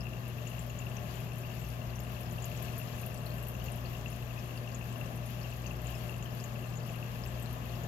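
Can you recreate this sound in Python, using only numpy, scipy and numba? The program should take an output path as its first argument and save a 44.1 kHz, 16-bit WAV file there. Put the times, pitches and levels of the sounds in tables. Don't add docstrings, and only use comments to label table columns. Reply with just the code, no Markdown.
import sys
import numpy as np
from scipy import signal
from scipy.fft import rfft, irfft
from scipy.io import wavfile
from scipy.ndimage import uniform_filter1d
from numba import njit

SR = 44100
rng = np.random.default_rng(int(sys.argv[2]) if len(sys.argv) > 2 else 0)


def log_audio(samples):
    frames = np.atleast_2d(samples).T
    limited = np.clip(frames, -1, 1)
    pcm = np.round(limited * 32767).astype(np.int16)
    wavfile.write(sys.argv[1], SR, pcm)


def invert_db(level):
    return 10 ** (np.asarray(level, dtype=float) / 20)


N = 347067
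T = np.arange(N) / SR
HZ = np.maximum(np.fft.rfftfreq(N, 1 / SR), 1)

MAINS_HZ, ROTOR_HZ = 60.02, 59.8
SKIP_S, SKIP_CYCLES = 4.012, -.585
RUSH_DB, FIZZ_DB = -41.5, -50
KNOCK_DB, KNOCK_SCATTER_DB, KNOCK_TOP_DB, BACKSTROKE_DB = -30, 6, -20.5, -8.5
HOUSING_HZ, HOUSING_SPREAD_HZ = 2761, 98
PARTNER_HZ, PARTNER_DB, PARTNER_LEAD_S = 123, -1.5, 0.001799
TOP_HZ = 15900

HUM_MULTIPLES = (2, 4, 6, 13, 14, 19, 31, 32, 34, 35, 38)
# level/dB, left minus right/dB
HUM_LINES = [(-41.5, 5.5), (-58.5, 9.5), (-71.5, 24.5), (-81.5, -4), (-73, 18), (-74, 19), (-82, 4),
             (-77, 16), (-74, 2), (-81, 6), (-90, -3)]
# t/s, level/dB
ROTOR_BEAT = [(0.0, -44), (0.15, -49), (0.2, -63), (0.63, -47), (1.05, -60), (1.14, -48), (1.49, -66),
              (1.71, -40), (1.82, -58), (1.88, -45.5), (2.96, -56), (3.6, -44), (4.82, -55.5),
              (5.94, -43.5), (6.14, -53), (7.06, -61), (7.26, -45.5), (7.87, -51)]
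# t/s, flow level/dB, splashing level/dB
WATER_FLOW = [
    (0.0, -1, -0.5),
    (1.1, .5, 0),
    (1.75, -.5, 3.5),
    (2.5, 1, 3.5),
    (3.7, 0.5, 4.5),
    (4.2, 0, 1),
    (5.3, .5, 1.5),
    (6.8, 0, 4),
    (7.87, 1, -0.5),
]
# f/Hz, level/dB per Hz
RUSH_SPECTRUM = [(11, -50), (18, -28), (69, -5.5), (122, -8), (143, -4), (168, -7), (246, -14),
                 (289, -19.5), (497, -18), (607, -13.5), (908, -23), (1050, -19.5), (1440, -25),
                 (1730, -23), (2200, -36), (2860, -78), (4840, -120)]
# f/Hz, level/dB per Hz
FIZZ_SPECTRUM = [(1180, -19), (2000, -9), (2320, -6.5), (2590, -3.5), (2770, -5.5), (3160, -5.5),
                 (3780, -11.5), (5620, -15.5), (6970, -12), (8500, -27), (9420, -24.5), (12700, -9.5),
                 (13400, -11.5), (15700, -24)]
# f/Hz, width/Hz, lift/dB
CABINET_MODES = [(36, 5.5, 8), (93, 2.5, 3), (288, 20, -3), (364, 29, 4.5), (433, 12, -7.5), (904, 19, 1),
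                 (162, 10, 1.5), (161.2, 3.6, 7), (205, 31, 4), (274, 5.7, 6), (311, 14, 5), (427, 29, 4.5),
                 (455, 14, 4), (521, 6.7, 5.5), (598, 15, 6.5), (635.4, 9.4, 5), (673, 15, 3.5),
                 (707, 27, 5.5), (849, 31, 1.5), (882, 12, 0.5), (933, 17, -8.5), (945, 27, 4.5),
                 (1059, 42, 4.5), (1060, 9.3, -1.5), (1194, 17, 7), (1190, 22, -0.5), (1302, 21, 3.5),
                 (1596, 8.9, 2), (1622, 22, 6), (1760, 46, 6)]
# f/Hz, left minus right/dB, likeness/0-1, left lead/rad
PORT_PAIR = [(30, 2.5, .95, -.2), (200, 4, .88, -.4), (400, 2.5, .7, 0), (600, 8, .7, .6),
             (1200, 4, .35, -2.5), (1370, 9, .3, -3), (1770, 10, .3, -3.5), (2750, 13, .4, -8),
             (3300, 10, .2, -10), (5800, 7, .15, -10), (7600, 16, .1, -10), (10400, 12, .1, -10),
             (12600, 18, .1, -10), (15500, 10, .1, -10)]
# f/Hz, level/dB
MIC_INLET = [(7400, 1.5), (8800, 6), (10500, -1.5), (12500, 0), (13800, -1), (15500, -10)]
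# f/Hz, level/dB
BASS_CUT = [(10, -14), (26, -6), (34, -0.5)]
# t/s, peak level/dB
HARD_KNOCKS = [(0.055, -42.5), (0.068, -42), (0.451, -52), (0.4688, -44), (0.7006, -42), (0.819, -44),
               (0.8679, -44), (0.9832, -41.5), (1.4493, -44), (1.5015, -44.5), (1.6427, -43), (1.817, -44),
               (2.3835, -38), (2.816, -42), (3.684, -43), (4.0602, -42), (4.5765, -43.5), (4.677, -39.5),
               (4.96, -42), (5.012, -39.5), (5.4463, -41), (5.6605, -41), (5.711, -43), (6.094, -39.5),
               (6.126, -42.5), (6.2771, -47), (6.808, -44.5), (6.8924, -43), (6.9426, -42), (7.0269, -44)]
# t/s, peak level/dB, f/Hz
CLEAR_BUBBLES = [(0.474, -41, 6700), (0.5933, -42, 7300), (0.6978, -44.5, 6900), (0.7885, -44, 6900),
                 (0.9672, -43.5, 6350), (1.1563, -48, 7000), (1.957, -44.5, 6060), (1.9919, -43, 6760),
                 (2.3116, -45, 6800), (2.4229, -43, 6750), (2.443, -37, 7030), (2.5731, -46, 6720),
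                 (2.7671, -47, 6960), (3.1467, -47, 5970), (3.1762, -47, 7590), (3.5982, -50, 6000),
                 (3.66, -45, 6700), (4.0817, -46, 6760), (4.6902, -48, 6370), (4.7471, -38, 6800),
                 (4.9252, -50, 7560), (5.6665, -41, 6100), (5.8694, -41, 7120), (6.2267, -42, 6700),
                 (6.44, -41, 6800), (6.7555, -47, 6790), (6.772, -44, 6770), (7.2733, -44, 7300),
                 (7.424, -47, 7760), (7.8356, -46, 6760),
                 (0.0074, -44, 5240), (1.1074, -47, 4690), (2.2613, -51, 5210), (2.8744, -50, 5210),
                 (3.264, -43, 4200), (3.3054, -48, 4220), (3.8564, -43, 4470), (4.3944, -51, 5200),
                 (4.5765, -44, 4600), (4.7172, -49, 4760), (5.215, -52, 4100), (5.4296, -47, 5200),
                 (5.662, -45, 4660), (5.9519, -47, 5200), (6.0092, -50, 4450), (6.3999, -48, 4930),
                 (7.236, -46, 5030), (7.4594, -41, 4160), (7.6929, -51, 4240), (7.7558, -50, 5100)]
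# t/s, peak level/dB, f/Hz
STRONG_SPRAY = [(0.2802, -40, 12400), (1.2047, -45, 12400), (1.3838, -40, 11900), (1.5933, -41, 13400),
                (1.6856, -42, 12000), (2.3231, -41, 12200), (2.4548, -36, 12700), (2.6247, -35, 11900),
                (2.7806, -30.5, 12400), (2.9956, -43, 11900), (3.0131, -40, 13100), (3.063, -34.5, 12600),
                (3.1303, -48, 12300), (3.26, -41, 12700), (3.4276, -39, 12300), (3.4705, -39, 13300),
                (3.485, -32, 12900), (3.6416, -35, 13600), (3.7193, -42, 10400), (3.7594, -41, 12100),
                (4.9801, -45, 12300), (5.1577, -40.5, 11600), (5.3023, -41, 12200), (5.8184, -43, 12700),
                (5.9025, -42, 12100), (6.35, -41, 12700), (7.2539, -41, 13400), (7.3981, -41, 12400),
                (7.4274, -40, 13000), (7.5293, -40, 12300)]


def across(table, col=1):
    rows = np.array(table, float)
    return np.interp(np.log(HZ), np.log(rows[:, 0]), rows[:, col])


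def walk(rate):
    k = int(SR / rate)
    steps = np.repeat(rng.standard_normal(N // k + 1), k)
    return 0.73 * uniform_filter1d(uniform_filter1d(steps, k), k)[:N]


@njit
def rings(s, hz, peak, rise_s, t60, glide):
    out = np.zeros(N)
    for k in range(len(s)):
        start = int(s[k] * SR)
        z = peak[k] + 0j
        fall = np.exp(-np.log(1000) / (t60[k] * SR))
        for i in range(start, min(N, start + int(t60[k] * SR))):
            age = (i - start) / SR
            pitch = min(hz[k] * (1 + glide * age / t60[k]), 20000.)
            z *= fall * np.exp(2j * np.pi * pitch / SR)
            out[i] += z.imag * (1 - np.exp(-age / rise_s))
    return out


def ports(near, apart):
    alike = np.clip(across(PORT_PAIR, col=2), 0, 1)
    lag = np.exp(-1j * across(PORT_PAIR, col=3))
    right = alike * lag * near + np.sqrt(1 - alike ** 2) * apart
    return irfft(np.array([near, right * invert_db(-across(PORT_PAIR))]), N)


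def mains():
    return MAINS_HZ * T + SKIP_CYCLES * (T > SKIP_S)


def hum():
    s, db = np.transpose(ROTOR_BEAT)
    rotor_level = invert_db(np.interp(T, s, db) + np.array([[2.0], [-2.0]]))
    out = rotor_level * np.sin(2 * np.pi * ROTOR_HZ * T + 2.25 * walk(1.48))
    lag = np.array([[-.3], [0]])
    for multiple, (db, pan_db) in zip(HUM_MULTIPLES, HUM_LINES):
        turn = 2 * np.pi * (multiple * mains() + rng.random())
        level = invert_db(db + 0.44 * walk(3.3) + np.array([[pan_db], [-pan_db]]) / 2)
        out = out + level * np.sin(turn + lag)
    return np.sqrt(2) * out


def water(shape_db, db, flicker_db, rate):
    def path():
        noise = rng.standard_normal(N) * invert_db(flicker_db * walk(rate))
        return rfft(noise) * invert_db(shape_db)

    near, apart = path(), path()
    pair = ports(near, apart)
    return pair * invert_db(db) / np.std(pair[0])


def flow():
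    s, flow_db, _ = np.transpose(WATER_FLOW)
    flow_db = np.interp(T, s, flow_db)
    lift_db = sum(db / (1 + (2 * (HZ - hz) / width) ** 2) for hz, width, db in CABINET_MODES)
    rush = water(across(RUSH_SPECTRUM) + lift_db, RUSH_DB + flow_db, flicker_db=1.08, rate=9)
    fizz = water(across(FIZZ_SPECTRUM), FIZZ_DB + flow_db, flicker_db=1.9, rate=14)
    return rush + fizz


def bursts(s, db, hz, t60, spread, rise_s, ring_s, count):
    chance = rng.random((len(s), count, 3))
    follows = np.arange(count) > 0
    late = t60 * chance[..., 0] ** 1.5 * follows / 2
    peak = invert_db(db[:, None] - 60 * late / t60 - 6 * chance[..., 1] * follows)
    pitch = hz[:, None] * (1 + spread * (chance[..., 2] - .5) * follows)
    snap = rings(s, hz, invert_db(db + 2.5), .00003, np.full(len(s), .0012), 0.)
    start = (s[:, None] + late).ravel()
    return snap + rings(start, pitch.ravel(), peak.ravel(), rise_s, np.full(late.size, ring_s), .06)


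def crowd(per_s, lo_hz, hi_hz, db, scatter_db):
    chance = rng.random((int(per_s * N / SR), 3)).T
    s, _, splash_db = np.transpose(WATER_FLOW)
    at = chance[0] * N / SR
    level_db = db - scatter_db * chance[1] + np.interp(at, s, splash_db)
    return at, level_db, lo_hz * (hi_hz / lo_hz) ** chance[2]


def with_clear(clear, middling):
    return np.hstack([np.transpose(clear) + [[0], [6.5], [0]], middling])


def spray():
    middling = crowd(3.7, 11100, 14100, db=-37, scatter_db=7)
    s, db, hz = with_clear(STRONG_SPRAY, middling)
    out = bursts(s, db, hz, t60=.15, spread=.3, rise_s=.0003, ring_s=.005, count=45)
    s, db, hz = crowd(40, 10160, 14000, db=-44.5, scatter_db=2)
    return out + bursts(s, db, hz, t60=0.065, spread=0.195, rise_s=0.00025, ring_s=0.0072, count=8)


def bubbles():
    middling = crowd(4.6, 4480, 7540, db=-44.5, scatter_db=8)
    s, db, hz = with_clear(np.array(CLEAR_BUBBLES), middling)
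    out = bursts(s, db, hz, t60=.08, spread=.18, rise_s=.0006, ring_s=.013, count=8)
    s, db, hz = crowd(110, 3970, 7770, db=-46.5, scatter_db=19)
    return out + bursts(s, db, hz, t60=.04, spread=.25, rise_s=.0005, ring_s=.009, count=4)


def knock(s, hz, db, rise_s, t60):
    s = np.r_[s, s - PARTNER_LEAD_S]
    hz = np.r_[hz, hz + PARTNER_HZ]
    db = np.r_[db, db + PARTNER_DB]
    return rings(np.maximum(s, 0), hz, invert_db(db), rise_s, np.full(len(s), t60), -.08)


def rattle():
    s, db = np.transpose(HARD_KNOCKS)
    hz = HOUSING_HZ + HOUSING_SPREAD_HZ / 2 * rng.standard_normal(len(s))
    hard = knock(s + .0006, hz, db + 24, rise_s=0.0062, t60=0.012)
    half_cycles = np.floor(2 * mains() - .16)
    beats = np.flatnonzero(np.diff(half_cycles) > 0) + 1
    chance = rng.standard_normal((len(beats), 3)).T
    db = np.minimum(KNOCK_DB + KNOCK_SCATTER_DB * chance[0], KNOCK_TOP_DB)
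    db = db + BACKSTROKE_DB * (half_cycles[beats] % 2)
    s = beats / SR + .0008 + .001 * chance[1]
    hz = HOUSING_HZ + HOUSING_SPREAD_HZ * chance[2]
    return hard + knock(s, hz, db, rise_s=0.0046, t60=0.011)


def close_sounds():
    small = spray() + bubbles() + rattle()
    age = T[:8000]
    echoes = rng.standard_normal((2, len(age))) * invert_db(-60 * age / .09)
    wet, apart = (signal.fftconvolve(small, h / np.linalg.norm(h))[:N] for h in echoes)
    direct = small + invert_db(-8) * wet
    colour = invert_db(across(MIC_INLET))
    close = ports(colour * rfft(direct), colour * rfft(apart)) * invert_db(np.array([[0], [-4]]))
    close[:, int(SKIP_S * SR)] += invert_db(np.array([-30, -38]))
    return close


def scene():
    return hum() + flow() + close_sounds()


def roll_off(x):
    return signal.sosfilt(signal.butter(12, 15810, fs=SR, output="sos"), x)


def record(dry):
    band = invert_db(across(BASS_CUT)) * (HZ < TOP_HZ)
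    mix = irfft(rfft(dry) * band, N)
    return roll_off(mix)


dry = scene()
out = record(dry)
log_audio(out)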